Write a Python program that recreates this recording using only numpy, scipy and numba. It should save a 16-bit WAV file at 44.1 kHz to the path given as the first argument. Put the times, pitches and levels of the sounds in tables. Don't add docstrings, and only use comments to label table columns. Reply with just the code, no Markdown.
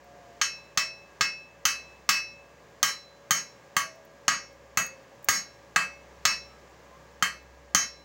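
import sys
import numpy as np
from scipy import signal
from scipy.fft import rfft, irfft
from scipy.io import wavfile
from scipy.ndimage import uniform_filter1d, map_coordinates
from numba import njit

SR = 44100
rng = np.random.default_rng(int(sys.argv[2]) if len(sys.argv) > 2 else 0)


def transcribe(signal):
    frames = np.atleast_2d(signal).T
    limited = np.clip(frames, -1, 1)
    pcm = np.round(limited * 32767).astype(np.int16)
    wavfile.write(sys.argv[1], SR, pcm)


N = 354563

# frequency in Hz, relative density in dB per Hz.
AIR_SPECTRUM = [(25, -64), (55, -16), (120, -7), (330, -6.5), (520, -2), (700, -6.5), (1100, -7),
                (1400, -14.5), (1700, -10), (3600, -22), (7000, -22), (8500, -33.5), (13500, -40.5),
                (15200, -30)]
# frequency in Hz, level in dB before wavering, width (rate of drift) in Hz.
WORKSHOP_TONES = [(121, -71, 6), (158.4, -70, 17), (564.3, -61.5, 6), (1180, -72.5, 9.6), (1634, -69.5, 12)]
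# time in seconds, level in dB before the drone gain.
DRONE_LEVELS = [(0.0, -68), (1.48, -72), (1.81, -64.5), (3.78, -77), (4.7, -64), (5.06, -75), (6.31, -59),
                (6.79, -66.5), (7.54, -59), (8.04, -64.5)]
# start in seconds, length in seconds, pitch in Hz, end pitch in Hz, level in dB
FAR_WHINES = [(0, 0.453, 725, 690, -55), (0.739, 0.25, 645, 665, -54), (3.712, 0.47, 662, 635, -53),
              (4.331, 0.77, 554, 524, -58.5), (4.879, 0.317, 534, 565, -56.5),
              (6.456, .14, 1290, 1302, -61.5), (6.859, 0.13, 1005, 1050, -58.5)]

# time in seconds, level in dB.
CHIP_LANDINGS = [(.043, -54), (3.957, -55), (4.051, -47), (4.528, -59), (4.865, -35), (5.149, -60),
                 (5.228, -49), (5.2446, -30), (7.428, -60)]
# frequency in Hz, relative density in dB per Hz.
CHIP_SPECTRUM = [(500, -8), (1500, -14), (4000, -10), (7000, 9), (12500, 3.5), (15500, 22.5)]

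# hammer ring in dB, high ping in dB, slag crack in dB, bench knock in dB.
HAMMER_BLOWS = [ (0.4142, -6.5, .24, 7.5, 9, -8, -6.5), (0.7742, -4.5, 0.15, 7.5, -9, -3, -0.5),
                (1.2091, -4.5, 0.14, 6, -4.5, -7, 4.5), (1.653, -1.5, 0.25, 0.5, 6, 2.5, -2.5),
                (2.091, 1.5, 0.089, 5.5, -5, 2, -1), (2.8289, .5, 0.4, 2, 1.5, 4.5, 1),
                (3.3079, -1, 0.54, -3, 4, 5.5, 2), (3.766, -1.5, .62, -12.5, -13, -1, -1.5),
                (4.281, 2, 0.67, -8.5, -2, -11, -1), (4.7728, -1.5, 0.83, -17.5, 3, 0, 2),
                (5.2865, 3, 0.79, 0, 6, 6, 0.5), (5.7609, 4, 0.87, -20, -20, -14, -3.5),
                (6.2526, 0.5, 0.84, 4.5, 2.5, -4, -1), (7.2245, 0, 0.44, -18, -22, -6.5, -3),
                (7.748, 1, 0.47, 0, 5.5, 1, 4)]
# frequency in Hz, relative density in dB per Hz.
CRACK_SPECTRUM = [(40, -9.5), (300, -20), (500, -35), (900, -10), (1250, -1.5), (1700, 2.5), (2200, -5.5),
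                  (3500, -1), (4500, -4), (6500, 1), (8000, -14), (13000, -26), (15500, -5.5)]
# frequency in Hz, relative density in dB per Hz,
# t60 in seconds.
CLANG_SPECTRUM = [(100, -19, .3), (190, -6, .3), (350, -19, .3), (800, -11, .25), (1200, -1, .24),
                  (2200, 0, .27), (2800, -11, .28), (3600, -19, .28), (4500, -7, .3), (5500, -14, .27),
                  (6700, -10, .26), (7700, -20, .22), (13000, -29, .2), (15500, -22, .21)]
# frequency in Hz, level in dB before scatter and colour,
# t60 in seconds.
STEEL_MODES = [(1235, -29, .24), (1624, -20.5, .22), (1806, -30, .25), (1930, -26, .24), (1962, -27, .23),
               (2154, -25, .24), (2172, -42, .6), (2897, -27, .24), (4005, -34, .29), (4300, -36, .28),
               (4346, -32, .29), (4398, -31, .3), (4522, -35, .33), (4828, -31.5, .3), (4883, -34, .27),
               (5101, -32, .21), (5852, -33, .38), (6234, -27, .29), (6818, -30, .24), (7539, -37, .22),
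               (7747, -36, .25), (8018, -39, .21), (8253, -35, .2), (8751, -36, .19), (9390, -42, .2),
               (10344, -44, .23), (10880, -41, .21), (11116, -40, .22), (11310, -37, .21)]
# frequency in Hz, level in dB before
# colour, t60 in seconds.
KNOCK_MODES = [(120, -29.5, 0.078), (148, -24, 0.05), (197, -23, 0.05), (769, -16, 0.022),
               (1246.7, -10.5, 0.078), (1945, -16.5, 0.068), (2120, -19.5, 0.072), (4357, -12.5, 0.056),
               (6407, -8, 0.034), (7370, -18.5, 0.098)]

BAND_CENTRES_HZ = [60, 170, 450, 1500, 4700, 9000, 14000]
# level in dB at mid weld, gain in dB from far to near end,
# growth in dB per dB of force.
BENCH_BANDS = [(-4, 7.5, 0.5), (-3.5, 5, 1.36), (-2, 5, 1.26)]

# frequency in Hz, t60 in seconds at the sweet spot.
PLATE_RINGS = [(1135, .2), (2611, .56), (3121, .19), (2611, .33)]
# level in dB there, sweet spot along the weld, reach in weld
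# lengths, loss in dB elsewhere, share of t60 lost elsewhere.
PLATE_SHAPES = [(-15.5, 0.596, 0.085, 6, 0.054), (-19, 0.12, 0.19, 12, 0.32), (-15.5, 0.39, 0.24, 14.5, 0),
                (-19, 0.87, 0.063, 23, 0)]
PING_RINGS = [(6080, .19), (6599, .25)]
PING_SHAPES = [(-14, 0.4, 0.17, 13.6, 0), (-14.5, 0.62, 0.22, 9, .05)]
HAMMER_RINGS = [(4031, .6), (5435, .37)]
HAMMER_SHAPES = [(-33.5, 0.38, 0.16, 4, .2), (-19.5, 0.61, 0.18, 5.1, 0)]

AIR_DB, DRONE_GAIN_DB = -55, 2.5
CLANG_DB, CLINK_DB, SPARKLE_DB = -1.5, -2, -0.5
CLINK_SHARE = 0.41
SPARKLE_SHARE = 0.24
TOP_HZ = 15800
RING_T = np.arange(int(.9 * SR)) / SR


def undb(db):
    return 10 ** (np.asarray(db) / 20)


def fade(t60):
    return np.exp(-np.log(1000) * RING_T / t60)


def across(hz, points_hz, values):
    return np.interp(np.log(np.maximum(hz, 1)), np.log(points_hz), values)


def noise(points, size):
    hz, db = np.transpose(points)[:2]
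    gain = undb(across(np.fft.rfftfreq(size, 1 / SR), hz, db))
    x = irfft(rfft(rng.standard_normal(size)) * gain, size)
    return x / x.std()


def walk(rate, size):
    at = np.arange(size) / SR * rate
    knots = rng.standard_normal(int(at[-1]) + 3)
    return map_coordinates(knots, [at + rng.random()], order=2, mode="nearest")


def add(out, s, x):
    i = max(int(s * SR), 0)
    out[i:i + len(x)] += x[:max(N - i, 0)]


def room_air(swell_db=1):
    return noise(AIR_SPECTRUM, N) * undb(AIR_DB + swell_db * walk(3.233, N))


def workshop_tones(waver_db=2):
    t = np.arange(N) / SR
    out = np.zeros(N)
    for hz, db, width in WORKSHOP_TONES:
        amplitude = np.sqrt(2) * undb(db + waver_db * walk(width, N))
        out += amplitude * np.sin(2 * np.pi * hz * t + walk(2 * width, N))
    return out


def machine_drone(drone_hz=64, wobble_hz=1.21):
    t = np.arange(N) / SR
    phase = 2 * np.pi * np.cumsum(drone_hz + wobble_hz * walk(13.0, N)) / SR
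    level_db = DRONE_GAIN_DB + np.interp(t, *np.transpose(DRONE_LEVELS))
    return np.sqrt(2) * undb(level_db) * np.sin(phase)


def whine(length, hz, end_hz, waver=0.0094, flutter_db=2):
    size = int(length * SR)
    pitch = np.linspace(hz, end_hz, size) * (1 + waver * walk(28, size))
    swell = signal.windows.tukey(size, .4) * undb(flutter_db * walk(11.5, size))
    return swell * np.sin(2 * np.pi * np.cumsum(pitch) / SR)


def chip(tick_t60=0.022, tail_db=-17, tail_t60=0.074):
    return noise(CHIP_SPECTRUM, len(RING_T)) * (fade(tick_t60) + undb(tail_db) * fade(tail_t60))


def slag_crack(crack_db=-13, crack_t60=0.12):
    return undb(crack_db) * noise(CRACK_SPECTRUM, len(RING_T)) * fade(crack_t60)


def mode_ripple():
    hz = np.fft.rfftfreq(len(RING_T), 1 / SR)
    depth_db = across(hz, [600, 1300, 7200, 8500], [2, 5, 6, 9])
    peaks = np.repeat(np.clip(rng.standard_normal(len(hz)), -2, 2), 12)[:len(hz)]
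    power = undb(depth_db * peaks) ** 2
    return np.sqrt(power / uniform_filter1d(power, size=900))


def clang(ripple):
    size = len(RING_T)
    points_hz, _, t60 = np.transpose(CLANG_SPECTRUM)
    spectrum = rfft(noise(CLANG_SPECTRUM, size)) * ripple
    octave = np.round(np.log2(np.maximum(np.fft.rfftfreq(size, 1 / SR), 2 ** 6)))
    out = np.zeros(size)
    for k in np.unique(octave):
        band = irfft(spectrum * (octave == k), size)
        out += band * fade(across(2 ** k, points_hz, t60))
    return out


def ring(hz, t60, beat_rate=22, build_s=0.0066):
    knots = np.arange(64) / beat_rate
    in_phase, quadrature = (np.interp(RING_T, knots, c) for c in rng.standard_normal((2, len(knots))))
    room = .25 * (1 - np.exp(-RING_T / build_s))
    phase = (2 * np.pi * (hz * RING_T + rng.random())).astype(np.float32)
    return fade(t60) * ((1 + room * in_phase) * np.sin(phase) + room * quadrature * np.cos(phase))


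def steel_ring(scatter_db=2.5):
    return sum(undb(db + scatter_db * rng.standard_normal()) * ring(hz, t60) for hz, db, t60 in STEEL_MODES)


def bench_knock(give_s=0.0025):
    give = 1 - np.exp(-RING_T / give_s)
    return give * sum(undb(db) * ring(hz, t60) for hz, db, t60 in KNOCK_MODES)


def band_levels(force_db, spot, hammer_db, slag_db, bench_db):
    bench = [db + bench_db + slope_db * (spot - .5) + growth * force_db for db, slope_db, growth in BENCH_BANDS]
    upper = [CLANG_DB, CLINK_DB + CLINK_SHARE * hammer_db, SPARKLE_DB + SPARKLE_SHARE * slag_db, slag_db]
    return bench + [force_db + db for db in upper]


def tint(x, colour_db):
    size = 2 ** 16
    gain = undb(across(np.fft.rfftfreq(size, 1 / SR), BAND_CENTRES_HZ, colour_db))
    cepstrum = irfft(np.log(gain))
    cepstrum[1:size // 2] *= 2
    cepstrum[size // 2 + 1:] = 0
    return irfft(rfft(x, size) * np.exp(rfft(cepstrum)))[:len(x)]


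def at_spot(modes, shapes, spot, strength_db):
    struck = []
    for (hz, t60), (db, sweet_spot, reach, loss_db, damping) in zip(modes, shapes):
        missed = 1 - np.exp(-((spot - sweet_spot) / reach) ** 4)
        struck.append((hz, t60 * (1 - damping * missed), db + strength_db - loss_db * missed))
    return struck


def main_rings(force_db, spot, hammer_db, ping_db):
    return (at_spot(PLATE_RINGS, PLATE_SHAPES, spot, force_db)
            + at_spot(PING_RINGS, PING_SHAPES, spot, force_db + ping_db)
            + at_spot(HAMMER_RINGS, HAMMER_SHAPES, spot, force_db + hammer_db))


def blow(colour_db, rings, ripple, clang_db=-19.0, main_db=-2):
    body = slag_crack() + undb(clang_db) * clang(ripple) + steel_ring() + bench_knock()
    main = sum(undb(db) * ring(hz, t60) for hz, t60, db in rings)
    return tint(body, colour_db) + undb(main_db) * main


def scene():
    out = room_air() + workshop_tones() + machine_drone()
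    for s, length, hz, end_hz, db in FAR_WHINES:
        add(out, s, undb(db) * whine(length, hz, end_hz))
    for s, db in CHIP_LANDINGS:
        add(out, s, undb(db) * chip())
    ripple = mode_ripple()
    for s, force_db, spot, hammer_db, ping_db, slag_db, bench_db in HAMMER_BLOWS:
        colour_db = band_levels(force_db, spot, hammer_db, slag_db, bench_db)
        rings = main_rings(force_db, spot, hammer_db, ping_db)
        add(out, s, blow(colour_db, rings, ripple))
    return out[None]


@njit
def follow(x, attack, release):
    level, e = np.empty(len(x)), 0.
    for i in range(len(x)):
        e += (abs(x[i]) - e) * (attack if abs(x[i]) > e else release)
        level[i] = e
    return level


def record(dry, knee_db=-23.0, attack_s=0.0036, release_s=0.02, squeeze=0.6, low_cut_hz=50):
    level = follow(dry[0], 1 / (attack_s * SR), 1 / (release_s * SR))
    held = dry * np.maximum(level / undb(knee_db), 1) ** -squeeze
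    ceiling = .45
    rounded = ceiling * np.tanh(held / ceiling)
    high_pass = signal.butter(N=4, Wn=low_cut_hz, btype="high", fs=SR, output="sos")
    low_pass = signal.ellip(10, .2, 80, TOP_HZ, fs=SR, output="sos")
    return signal.sosfilt(np.vstack([high_pass, low_pass]), rounded)


dry = scene()
out = record(dry)
transcribe(out)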